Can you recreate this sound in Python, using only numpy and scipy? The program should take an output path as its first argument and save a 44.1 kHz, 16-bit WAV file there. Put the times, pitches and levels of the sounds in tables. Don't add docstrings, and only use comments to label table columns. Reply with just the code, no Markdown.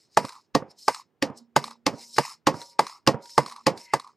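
import sys
import numpy as np
from scipy import signal
from scipy.fft import rfft, irfft, next_fast_len
from scipy.io import wavfile
from scipy.ndimage import uniform_filter1d

SR = 44100
rng = np.random.default_rng(int(sys.argv[2]) if len(sys.argv) > 2 else 0)


def nominal_scale(level):
    x = np.asarray(level, float) / 20
    return 10 ** x


def inscribe(sig):
    pcm = np.round(np.clip(np.atleast_2d(sig).T, -1, 1) * 32767)
    wavfile.write(sys.argv[1], SR, pcm.astype(np.int16))


N = 183632

# f/Hz, level/dB per Hz
AIR_SPECTRUM = [(18, -60.5), (30, -43), (86, -6.5), (276, -9.5), (409, -7.5), (608, -15.5), (732, -15.5),
                (1030, -17.5), (12300, -43), (15200, -30), (16500, -31)]
# f/Hz, t60/s
ROOM_DECAY = [(100, 0.04), (300, 0.026), (1000, 0.18), (3000, 0.089), (8000, 0.087), (15000, 0.028)]

# t/s, low frame tone level/dB, upper frame tones level/dB, diffuse rumble level/dB, rumble t60/s
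DESK_AFTERSOUNDS = [(0.183, -75.5, -69, -32, 0.18), (0.555, -82, -54, -37.5, .3),
                    (0.889, -86, -87, -32.5, 0.059), (1.231, -46.5, -49, -33, 0.26),
                    (1.568, -47, -66.5, -40, 0.28), (1.868, -57, -39, -34, 0.26),
                    (2.19, -76, -66, -23, 0.054), (2.478, -74, -27.5, -31.5, 0.27),
                    (2.801, -86, -71, -36.5, 0.14), (3.082, -77.5, -27.5, -28.5, 0.25),
                    (3.387, -55, -44.5, -36, 0.22), (3.67, -74.5, -32, -29, 0.23),
                    (3.942, -72.5, -51.5, -31, 0.098)]
# f/Hz, level/dB, t60/s
FRAME_LOW_MODES = [(233, -2.5, 1.2), (250, -13.5, 0.65)]
# f/Hz, level/dB, t60/s
FRAME_UPPER_MODES = [(549, -12, .6), (556, -14, .5), (797, -17, .5), (939, -7, .5), (948, -3, .7),
                     (957, -8, .5), (1179, -15, .45), (1419, -12, .4)]
# f/Hz, level/dB per Hz
RUMBLE_SPECTRUM = [(35, -37), (60, -1), (191, 2.5), (495, 1.5), (650, -2), (882, -0.5), (1520, -14.5),
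                   (2290, -19.5), (2530, -22.5), (3500, -30), (4550, -58), (7700, -120)]

# t/s, level/dB, f/Hz
FINGER_SQUEAK = [
    (3.852, -63, 2106),
    (3.87, -64, 2105),
    (3.888, -62, 2024),
    (3.908, -54.5, 2080),
    (3.93, -66.5, 2020),
]

# start t/s, length t/s, hiss level/dB, change over the stroke level/dB, rasp against hiss level/dB
SHEET_STROKES = [(0.0, 0.064, -61.5, -7.5, -17.5), (0.112, 0.04, -68, 8, -18.5),
                 (0.403, 0.051, -72, -2.5, -20.5), (0.711, 0.0099, -56.5, -9, -16),
                 (0.79, 0.15, -51.5, -4, -30.5), (1.371, 0.0034, -56, 6.5, -34),
                 (1.935, 0.093, -62.5, 13, -12), (2.04, .11, -59, 9.5, -38), (2.169, 0.03, -47.5, 0, -23),
                 (2.545, .07, -55, 2, -9), (2.615, 0.0121, -55, -3.5, -10.5),
                 (2.643, 0.067, -54.5, -2, -36.5), (2.721, 0.024, -66.5, -3.5, -5.5),
                 (3.228, 0.17, -55, 1.5, -21), (3.303, 0.016, -55.5, -5, -21), (3.634, .008, -67.5, 2, -11),
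                 (3.778, 0.07, -50.5, -2.5, -9.5), (3.878, 0.063, -72.5, 16.5, 6.5)]
# f/Hz, level/dB per Hz
HISS_SPECTRUM = [(1880, -40), (3200, -21), (4040, -8.5), (4600, -7.5), (5350, -1), (5850, -8.5),
                 (8360, -12.5), (12200, -21), (15000, -31), (15500, -31.5), (16500, -66)]
# f/Hz, level/dB per Hz
RASP_SPECTRUM = [(900, -32), (1500, -6.5), (2050, 7.5), (2900, 0.5), (3600, -23.5), (5000, -41.5)]

# start t/s, length t/s, pops level/dB, felt hiss level/dB
PAD_PULLS = [
    (0.259, .13, -48.5, -50.5),
    (0.947, 0.056, -43.5, -49),
    (1.658, 0.071, -49, -51.5),
    (2.253, 0.081, -44.5, -44),
    (2.88, 0.096, -48, -50.5),
    (3.477, 0.13, -46.5, -51.5),
    (4.02, 0.096, -52, -60.5),
]
# t/s, pop
# level/dB, pop f/Hz, snap level/dB
FELT_TICKS = [(0.25, -29, 1085, -32), (0.284, -45, 1330, -43), (0.292, -42, 1000, -35.5),
              (0.322, -51, 990, -45.5), (0.33, -58, 1000, -48), (0.353, -61, 990, -49.5),
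              (0.946, -34, 1230, -30.5), (1.641, -27.5, 1110, -29), (1.678, -39, 872, -40.5),
              (1.709, -43, 900, -39.5), (2.162, -57, 996, -40), (2.168, -59.5, 1006, -30.5),
              (2.25, -30.5, 960, -41.5), (2.616, -49, 960, -36.5), (2.844, -47, 1120, -44.5),
              (2.867, -29.5, 1090, -32.5), (2.896, -39, 970, -39), (3.256, -55, 945, -43),
              (3.294, -66, 1010, -46), (3.433, -45, 1120, -47.5), (3.462, -30.5, 1120, -33.5),
              (3.483, -42, 1030, -46), (3.498, -61, 1120, -38), (3.513, -55, 1100, -41),
              (3.522, -36, 1050, -37), (3.562, -37, 1110, -40), (3.59, -44, 1070, -66.5),
              (3.61, -45.5, 1090, -67), (3.775, -64, 940, -39), (3.998, -33, 1090, -36),
              (4.045, -42, 1110, -52.5), (4.074, -42.5, 1086, -50.5)]
# t/s, level/dB, f/Hz
SMALL_POPS = [(0.305, -42, 990), (0.328, -49, 1040), (0.34, -56, 1060), (0.353, -48.5, 920),
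              (0.362, -41.5, 1110), (0.37, -49.5, 1085), (0.382, -48, 966), (0.397, -51.5, 1080),
              (0.408, -63, 1046), (0.967, -45, 876), (0.997, -40, 1053), (1.015, -45.5, 1060),
              (1.698, -42.5, 1050), (1.73, -53, 1000), (1.681, -37, 1160), (1.711, -41, 1150),
              (1.754, -54, 940), (2.235, -35.5, 1130), (2.279, -34, 1060), (2.307, -51, 1130),
              (2.33, -63.5, 1024), (2.926, -39.5, 1150), (2.952, -50, 872), (2.96, -47.5, 1110),
              (3.503, -50.5, 1090), (3.54, -47, 1000), (3.582, -42, 1050), (4.066, -41.5, 1090),
              (4.094, -47, 1177), (4.117, -59, 1096)]
# f/Hz, level/dB per Hz
SNAP_SPECTRUM = [(880, -25.5), (1500, -3.5), (2300, -6.5), (3100, -10.5), (4050, 3.5), (5400, -3.5),
                 (7000, -8.5), (9030, -7), (14300, -30.5), (16500, -45)]

# t/s, case ring level/dB, desk thud level/dB, desk body level/dB, slap level/dB
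PAD_LANDINGS = [
    (0.172, -0.5, -33, -16, -17),
    (0.881, -3.5, -45.5, -19.5, -19.5),
    (1.563, -3, -26.5, -16, -16.5),
    (2.183, -4, -30.5, -16.5, -17),
    (2.792, -2, -37, -19.5, -19.5),
    (3.379, -0.5, -24.5, -13.5, -18.5),
    (3.936, -5, -33.5, -20.5, -20),
]
# t/s, block ring level/dB, desk thud level/dB, desk body level/dB, slap level/dB
SHEET_LANDINGS = [
    (0.55, -8, -23, -17, -20),
    (1.2243, -21.5, -29.5, -23.5, -19.5),
    (1.865, -13, -28, -23, -17),
    (2.47, -5.5, -23, -18, -15),
    (3.074, -7.5, -22, -16, -13.5),
    (3.6671, -10.5, -25.5, -16.5, -15),
]
# t/s, ring level/dB, thud level/dB, body level/dB, slap level/dB
LIGHT_TOUCHES = [
    (0.246, -26, -34.5, -35, -48.5),
    (0.624, -29, -40.5, -34.5, -77),
    (1.301, -33, -37, -43.5, -62),
    (1.939, -36.5, -37, -37.5, -57),
    (2.166, -44.5, -54.5, -48, -42),
    (2.543, -24.5, -33.5, -38, -53.5),
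    (3.0666, -38, -51, -51.5, -33),
    (3.1448, -22.5, -31.5, -27.5, -55),
    (3.741, -41.5, -64.5, -60, -72.5),
]
# t/s after the first touch, level/dB
PAD_ROCKING = [(.0022, -19), (.007, -20), (0.011, -25.5)]
# second touch t/s after the first, level/dB, third touch t/s, level/dB
SHEET_ROCKING = [
    (.004, -8, .014, -13),
    (.003, -5, 0.0071, -9.5),
    (.004, -12, .0105, -4.5),
    (.003, -9, 0.013, -6.5),
    (.009, -6.5, .015, -8),
    (.006, -7, 0.013, -5.5),
]
# t/s after the first, level/dB
REBOUND_ROCKING = [(.003, -1.4)]
# f/Hz, level/dB, t60/s
CASE_MODES = [(663.7, -4, 0.036), (872, 9, 0.017), (971, -19.5, 0.11), (1101, 9, 0.014), (1170, -13, 0.028),
              (2040, -22.5, 0.069)]
# f/Hz, level/dB, t60/s
BLOCK_MODES = [(676, -16, 0.064), (861.4, 3.5, 0.026), (932, -14, 0.051), (1085, 0.5, 0.017),
               (1094, 6.5, 0.013), (1880, -21, 0.063), (1460, -9, 0.0053)]
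# f/Hz, level/dB, t60/s
PAD_THUD_MODES = [(143, -8, 0.1), (229, -2.5, 0.038), (287, 1, 0.036), (392.3, 2, 0.035)]
# f/Hz, level/dB, t60/s
PAD_BODY_MODES = [(441.2, -3.5, 0.035), (480, -4.5, 0.048), (525.4, -2.5, 0.039), (605.8, 2, 0.034)]
# f/Hz, level/dB, t60/s
MAT_THUD_MODES = [(149, -7.5, 0.084), (232, -6, 0.028), (294.4, 9, 0.029), (383, -11, 0.027)]
# f/Hz, level/dB, t60/s
MAT_BODY_MODES = [(429, -9, 0.059), (481.5, -6, 0.044), (523.8, -1, 0.048), (604, -3.5, 0.031),
                  (702, -10, 0.047)]
# f/Hz, level/dB per Hz
PAD_SLAP_SPECTRUM = [(760, -23), (1300, -15), (1540, -6.5), (2820, -15), (3140, -16.5), (4010, -15),
                     (4910, -8.5), (5940, -17.5), (6400, -16.5), (8090, -18.5), (13600, -31), (16500, -69)]
# f/Hz, level/dB per Hz
SHEET_SLAP_SPECTRUM = [(760, -19.5), (1500, -11.5), (2200, -8.5), (2900, -10.5), (3500, -13.5),
                       (5000, -7.5), (8000, -20.5), (13600, -31.5), (16500, -75.5)]

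# f/Hz, level/dB
PORT_BALANCE = [(40, 1), (70, -9), (99, -10.5), (160, -10), (270, -5), (600, -2.8), (1220, -1.5),
                (2010, 2.8), (3330, 0)]
# f/Hz, phase/rad
PORT_LEAD = [(30, 1.0), (100, 0.2), (300, .15), (2300, 0.18), (3000, 0.55), (4100, 0.4), (4600, 0.13),
             (9000, .07), (13000, .14)]
# f/Hz, level/dB
MIC_RESPONSE = [(20, -15.5), (50, -12), (105, -2), (200, 3), (13000, -3), (15000, -5), (16300, -13),
                (17200, -76.5), (22000, -103.5)]


def read(points, hz):
    f, value = np.transpose(points)
    return np.interp(np.log(hz + 1), np.log(f + 1), value)


def evened(x):
    return x / np.sqrt(np.mean(x ** 2) + 1e-20)


def smooth(x, size):
    return uniform_filter1d(uniform_filter1d(x, size), size)


def add(mix, s, sound):
    part = mix[round(s * SR):][:len(sound)]
    part += sound[:len(part)]


def colour(spectrum, size=2048):
    log_gain = np.log(nominal_scale(read(spectrum, abs(np.fft.fftfreq(size, 1 / SR)))) + 1e-5)
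    taps = np.fft.ifft(np.exp(np.conj(signal.hilbert(log_gain)))).real
    return taps / np.linalg.norm(taps)


def ring(modes, spread_db, rise_s=.0012, damping=1, size=6000):
    t = np.arange(size) / SR
    luck = rng.standard_normal((len(modes), 2))
    x = np.zeros(size)
    for (hz, db, t60), (share, detune) in zip(modes, luck):
        decay = nominal_scale(db + spread_db * share - 60 * damping * t / t60)
        x += decay * np.sin(2 * np.pi * hz * (1 + .003 * detune) * t)
    x = x * (1 - np.exp(-t / rise_s))
    return x / abs(x).max()


def stroke(start, length, level_db, change_db, rise, fall, size=32):
    t = np.arange(0, N, size) / SR - start
    held = np.clip(t, 0, length)
    db = level_db + change_db * held / max(length, 1e-3)
    db = db + rise * np.minimum(t, 0) - fall * np.maximum(t - length, 0)
    return np.repeat(nominal_scale(db), size)[:N]


def quiet_air():
    noise = rng.standard_normal((3, N))
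    sides = noise[:1] + 0.41 * noise[1:]
    return nominal_scale(-76) * signal.oaconvolve(sides, colour(AIR_SPECTRUM, size=4096)[None], axes=1)[:, :N]


def room(x):
    taps = np.zeros((3, SR // 2))
    at = np.arange(200, SR // 2 - 20, 20) + rng.integers(0, 20, (3, (SR // 2 - 201) // 20))
    np.put_along_axis(taps, at, rng.choice([-1., 1.], at.shape), 1)
    sides = taps[:1] + 0.22 * taps[1:]
    hz, t, z = signal.stft(sides, SR, nperseg=256)
    tail = signal.istft(z * nominal_scale(-60 * t / read(ROOM_DECAY, hz)[:, None]), SR, nperseg=256)[1]
    return signal.fftconvolve(x[None], tail / np.linalg.norm(tail[0]), axes=1)[:, :N]


def desk_rumble(level_db, t60):
    t = np.arange(16000) / SR
    noise = signal.oaconvolve(rng.standard_normal(len(t)), colour(RUMBLE_SPECTRUM))[:len(t)]
    deep = smooth(noise, 60)
    bass_db = -40 * t / t60 - 25 * (t / (0.64 * t60)) ** 4
    fade_db = -40 * t / t60 - 25 * (t / t60) ** 4
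    tail = nominal_scale(bass_db) * deep + nominal_scale(fade_db) * (noise - deep)
    return nominal_scale(level_db) * tail * (1 - np.exp(-t / 0.002))


def desk():
    rumble, hum = np.zeros(N), np.zeros(N)
    for s, low_db, upper_db, rumble_db, t60 in DESK_AFTERSOUNDS:
        low = nominal_scale(low_db - 3.5) * ring(FRAME_LOW_MODES, 1.5, 0.011, size=30000)
        upper = nominal_scale(upper_db - 13) * ring(FRAME_UPPER_MODES, 2.2, rise_s=.07, size=30000)
        add(hum, s, low + upper)
        add(rumble, s, desk_rumble(rumble_db, t60))
    waver = evened(smooth(rng.standard_normal(N), 900))
    return rumble + hum * nominal_scale(3.5 * waver - 4)


def squeak():
    s, db, hz = np.transpose(FINGER_SQUEAK)
    t, out = np.arange(s[0], s[-1], 1 / SR), np.zeros(N)
    phase = 2 * np.pi * np.cumsum(np.interp(t, s, hz)) / SR
    fuzz = smooth(rng.standard_normal((2, len(t))), 170)
    tone = (1 + .6 * evened(fuzz[0])) * np.sin(phase)
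    tone = tone + .12 * evened(fuzz[1]) * np.sin(1.5 * phase)
    add(out, s[0], tone * nominal_scale(np.interp(t, s, db) + 6.5) * signal.windows.tukey(len(t), .3))
    return out


def rustle():
    hiss, rasp = np.zeros(N), np.zeros(N)
    quick = 5001
    for s, length, db, change_db, rasp_db in SHEET_STROKES:
        turned = stroke(s, length, db, change_db, rise=697.5, fall=455)
        hiss += turned
        rasp += nominal_scale(rasp_db) * turned
    for s, *_, slap_db in SHEET_LANDINGS:
        settling = stroke(s + 0.023, 0, slap_db, 0, quick, fall=356.5)
        hiss += nominal_scale(-40) * settling
        rasp += nominal_scale(-44) * settling
    for (blow_s, *_), (s, length, _, db) in zip(PAD_LANDINGS, PAD_PULLS):
        press_s = blow_s + 0.02
        press = stroke(press_s, s - press_s, db, 0, quick, quick)
        hiss += nominal_scale(-3.5) * press + stroke(s, length, db, -100.5 * length, quick, fall=448.5)
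        rasp += nominal_scale(-5) * press + stroke(s, length, db - 6, -150 * length, quick, fall=448.5)
    drag = smooth(rng.standard_normal(N), 500)
    return np.array([hiss, rasp]) * nominal_scale(0.93 * evened(drag))


def sheet(x):
    t = np.arange(3000) / SR
    modes = rng.standard_normal(len(t)) * nominal_scale(-60 * t / .04)
    modes = nominal_scale(-6) * modes / np.linalg.norm(modes)
    modes[0] = 1
    z = signal.stft(signal.oaconvolve(x, modes / np.linalg.norm(modes))[:N], nperseg=256)[2]
    patches = uniform_filter1d(rng.standard_normal(z.shape), size=6, axis=0)
    patches = evened(uniform_filter1d(patches, size=10, axis=1))
    return signal.istft(z * nominal_scale(2.2 * patches), nperseg=256)[1][:N]


def slide():
    crackle = (rng.random(N) < 350 / SR) * nominal_scale(1.4 * np.minimum(rng.exponential(1, N), 5))
    crackle = signal.lfilter([1], [1, -.97], crackle)
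    flutter = nominal_scale(0.26 * evened(uniform_filter1d(rng.standard_normal(N), 300)))
    gain = rustle()
    grain = rng.standard_normal((2, N)) * (flutter + .5 * crackle) * gain
    hiss = nominal_scale(0.4) * sheet(signal.oaconvolve(grain[0], colour(HISS_SPECTRUM))[:N])
    dull = signal.lfilter(*signal.butter(2, 6500, fs=SR), hiss)
    brightness = np.sqrt(np.minimum(gain[0] / nominal_scale(-53.5), 1))
    rasp = nominal_scale(-1.0) * signal.oaconvolve(grain[1], colour(RASP_SPECTRUM))[:N]
    return dull + brightness * (hiss - dull) + rasp


def pop(hz, cycles):
    u = np.arange(int(cycles * SR / hz)) * hz / SR / cycles
    return np.sin(np.pi * u ** 0.72) ** 2 * np.sin(2 * np.pi * cycles * u)


def snap():
    decay = nominal_scale(np.linspace(0, -90, 1100)) + nominal_scale(np.linspace(-9, -25, 1100))
    return np.convolve(rng.standard_normal(1100) * decay, colour(SNAP_SPECTRUM))


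def peel():
    pops, pull = np.zeros(N), np.zeros(N)
    for hz in np.linspace(920, 1240, 9):
        size = (rng.random(N) < 40 / SR) * nominal_scale(2.0 * np.minimum(rng.exponential(1, N), 4))
        pops += signal.oaconvolve(size, pop(hz, 7))[:N]
    for s, length, db, _ in PAD_PULLS:
        pull += stroke(s, length, db, -31 * length, rise=5001, fall=712)
    out = nominal_scale(-4.5) * pull * evened(pops)
    for s, db, hz in SMALL_POPS:
        add(out, s - .001, nominal_scale(db) * pop(hz, 8.2))
    for s, pop_db, hz, snap_db in FELT_TICKS:
        tick = pop(hz, 7.5)
        tick = tick + 0.19 * pop(.8 * hz, 6.5)[:len(tick)]
        add(out, s - .001, nominal_scale(pop_db + 1.5) * tick)
        add(out, s, nominal_scale(snap_db - 2.0) * snap())
    return out


def contacts(touches, way=1):
    x, luck = np.zeros(1500), rng.standard_normal((len(touches), 2))
    s, db = np.transpose(touches)
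    at = np.clip((s + .0002 * luck[:, 0]) * SR, 1, 1499).astype(int)
    x[at] = way * nominal_scale(db + 0.66 * luck[:, 1])
    x[0] = 1
    return x


def blow(parts, ring_db, thud_db, body_db, slap_db, touches, rise_s, crack, damping, face):
    top, thud, body = parts
    spread_db = 1.2
    x = nominal_scale(ring_db - 2.5) * ring(top, spread_db, rise_s, damping)
    x = x + nominal_scale(thud_db + 7.5) * ring(thud, spread_db, 0.0041, damping)
    x = x + nominal_scale(body_db + 4.0) * ring(body, spread_db, 0.0045, damping)
    x = np.convolve(x, touches)
    t = np.arange(6000) / SR
    decay = nominal_scale(-60 * damping * t / 0.017) + nominal_scale(-8.5 - 60 * damping * t / 0.1)
    puff = rng.standard_normal(6000) * decay
    puff[0] = crack
    add(x, .0004, nominal_scale(slap_db + 1.0) * np.convolve(puff, colour(face)))
    return x


def air_rush(face):
    rush = rng.standard_normal(600) * nominal_scale(np.linspace(-70, 0, 600))
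    return np.convolve(signal.lfilter([.4], [1, -.6], rush), colour(face))


def stamping():
    out = np.zeros(N)
    pad = CASE_MODES, PAD_THUD_MODES, PAD_BODY_MODES
    mat = BLOCK_MODES, MAT_THUD_MODES, MAT_BODY_MODES
    for s, *levels_db in PAD_LANDINGS:
        touches = contacts(PAD_ROCKING)
        add(out, s + 0.0003, blow(pad, *levels_db, touches, rise_s=.004, crack=3.2, damping=1,
                                  face=PAD_SLAP_SPECTRUM))
        add(out, s - 600 / SR, nominal_scale(levels_db[-1] - 6.5) * air_rush(PAD_SLAP_SPECTRUM))
    for (s, *levels_db), rock in zip(SHEET_LANDINGS, SHEET_ROCKING):
        touches = contacts(np.reshape(rock, (2, 2)))
        add(out, s + 0.0003, -blow(mat, *levels_db, touches, rise_s=0.0066, crack=6.4, damping=1,
                                   face=SHEET_SLAP_SPECTRUM))
        add(out, s - 600 / SR, nominal_scale(levels_db[-1] - 1) * air_rush(SHEET_SLAP_SPECTRUM))
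    for s, *levels_db in LIGHT_TOUCHES:
        touches = contacts(REBOUND_ROCKING, way=-0.83)
        add(out, s - .0006, blow(mat, *levels_db, touches, rise_s=0.0024, crack=6.8, damping=2.4,
                                 face=PAD_SLAP_SPECTRUM))
    return out


def scene():
    hits = stamping()
    near = hits + desk() + peel() + slide() + squeak()
    return near + nominal_scale(-25) * room(hits) + quiet_air()


def roll_off(x):
    return signal.sosfilt(signal.butter(12, 16640, fs=SR, output="sos"), x)


def record(dry):
    limited = 1.204 * np.tanh(dry / 1.55)
    heard = signal.oaconvolve(limited, nominal_scale(-0.64) * colour(MIC_RESPONSE, size=4096)[None], axes=1)[:, :N]
    size = next_fast_len(N + 4096)
    hz = np.fft.rfftfreq(size, 1 / SR)
    half = nominal_scale(read(PORT_BALANCE, hz) / 2) * np.exp(.5j * read(PORT_LEAD, hz))
    mix = irfft(rfft(heard, size) * np.array([half, 1 / half]), size)[:, :N]
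    return roll_off(mix)


dry = scene()
out = record(dry)
inscribe(out)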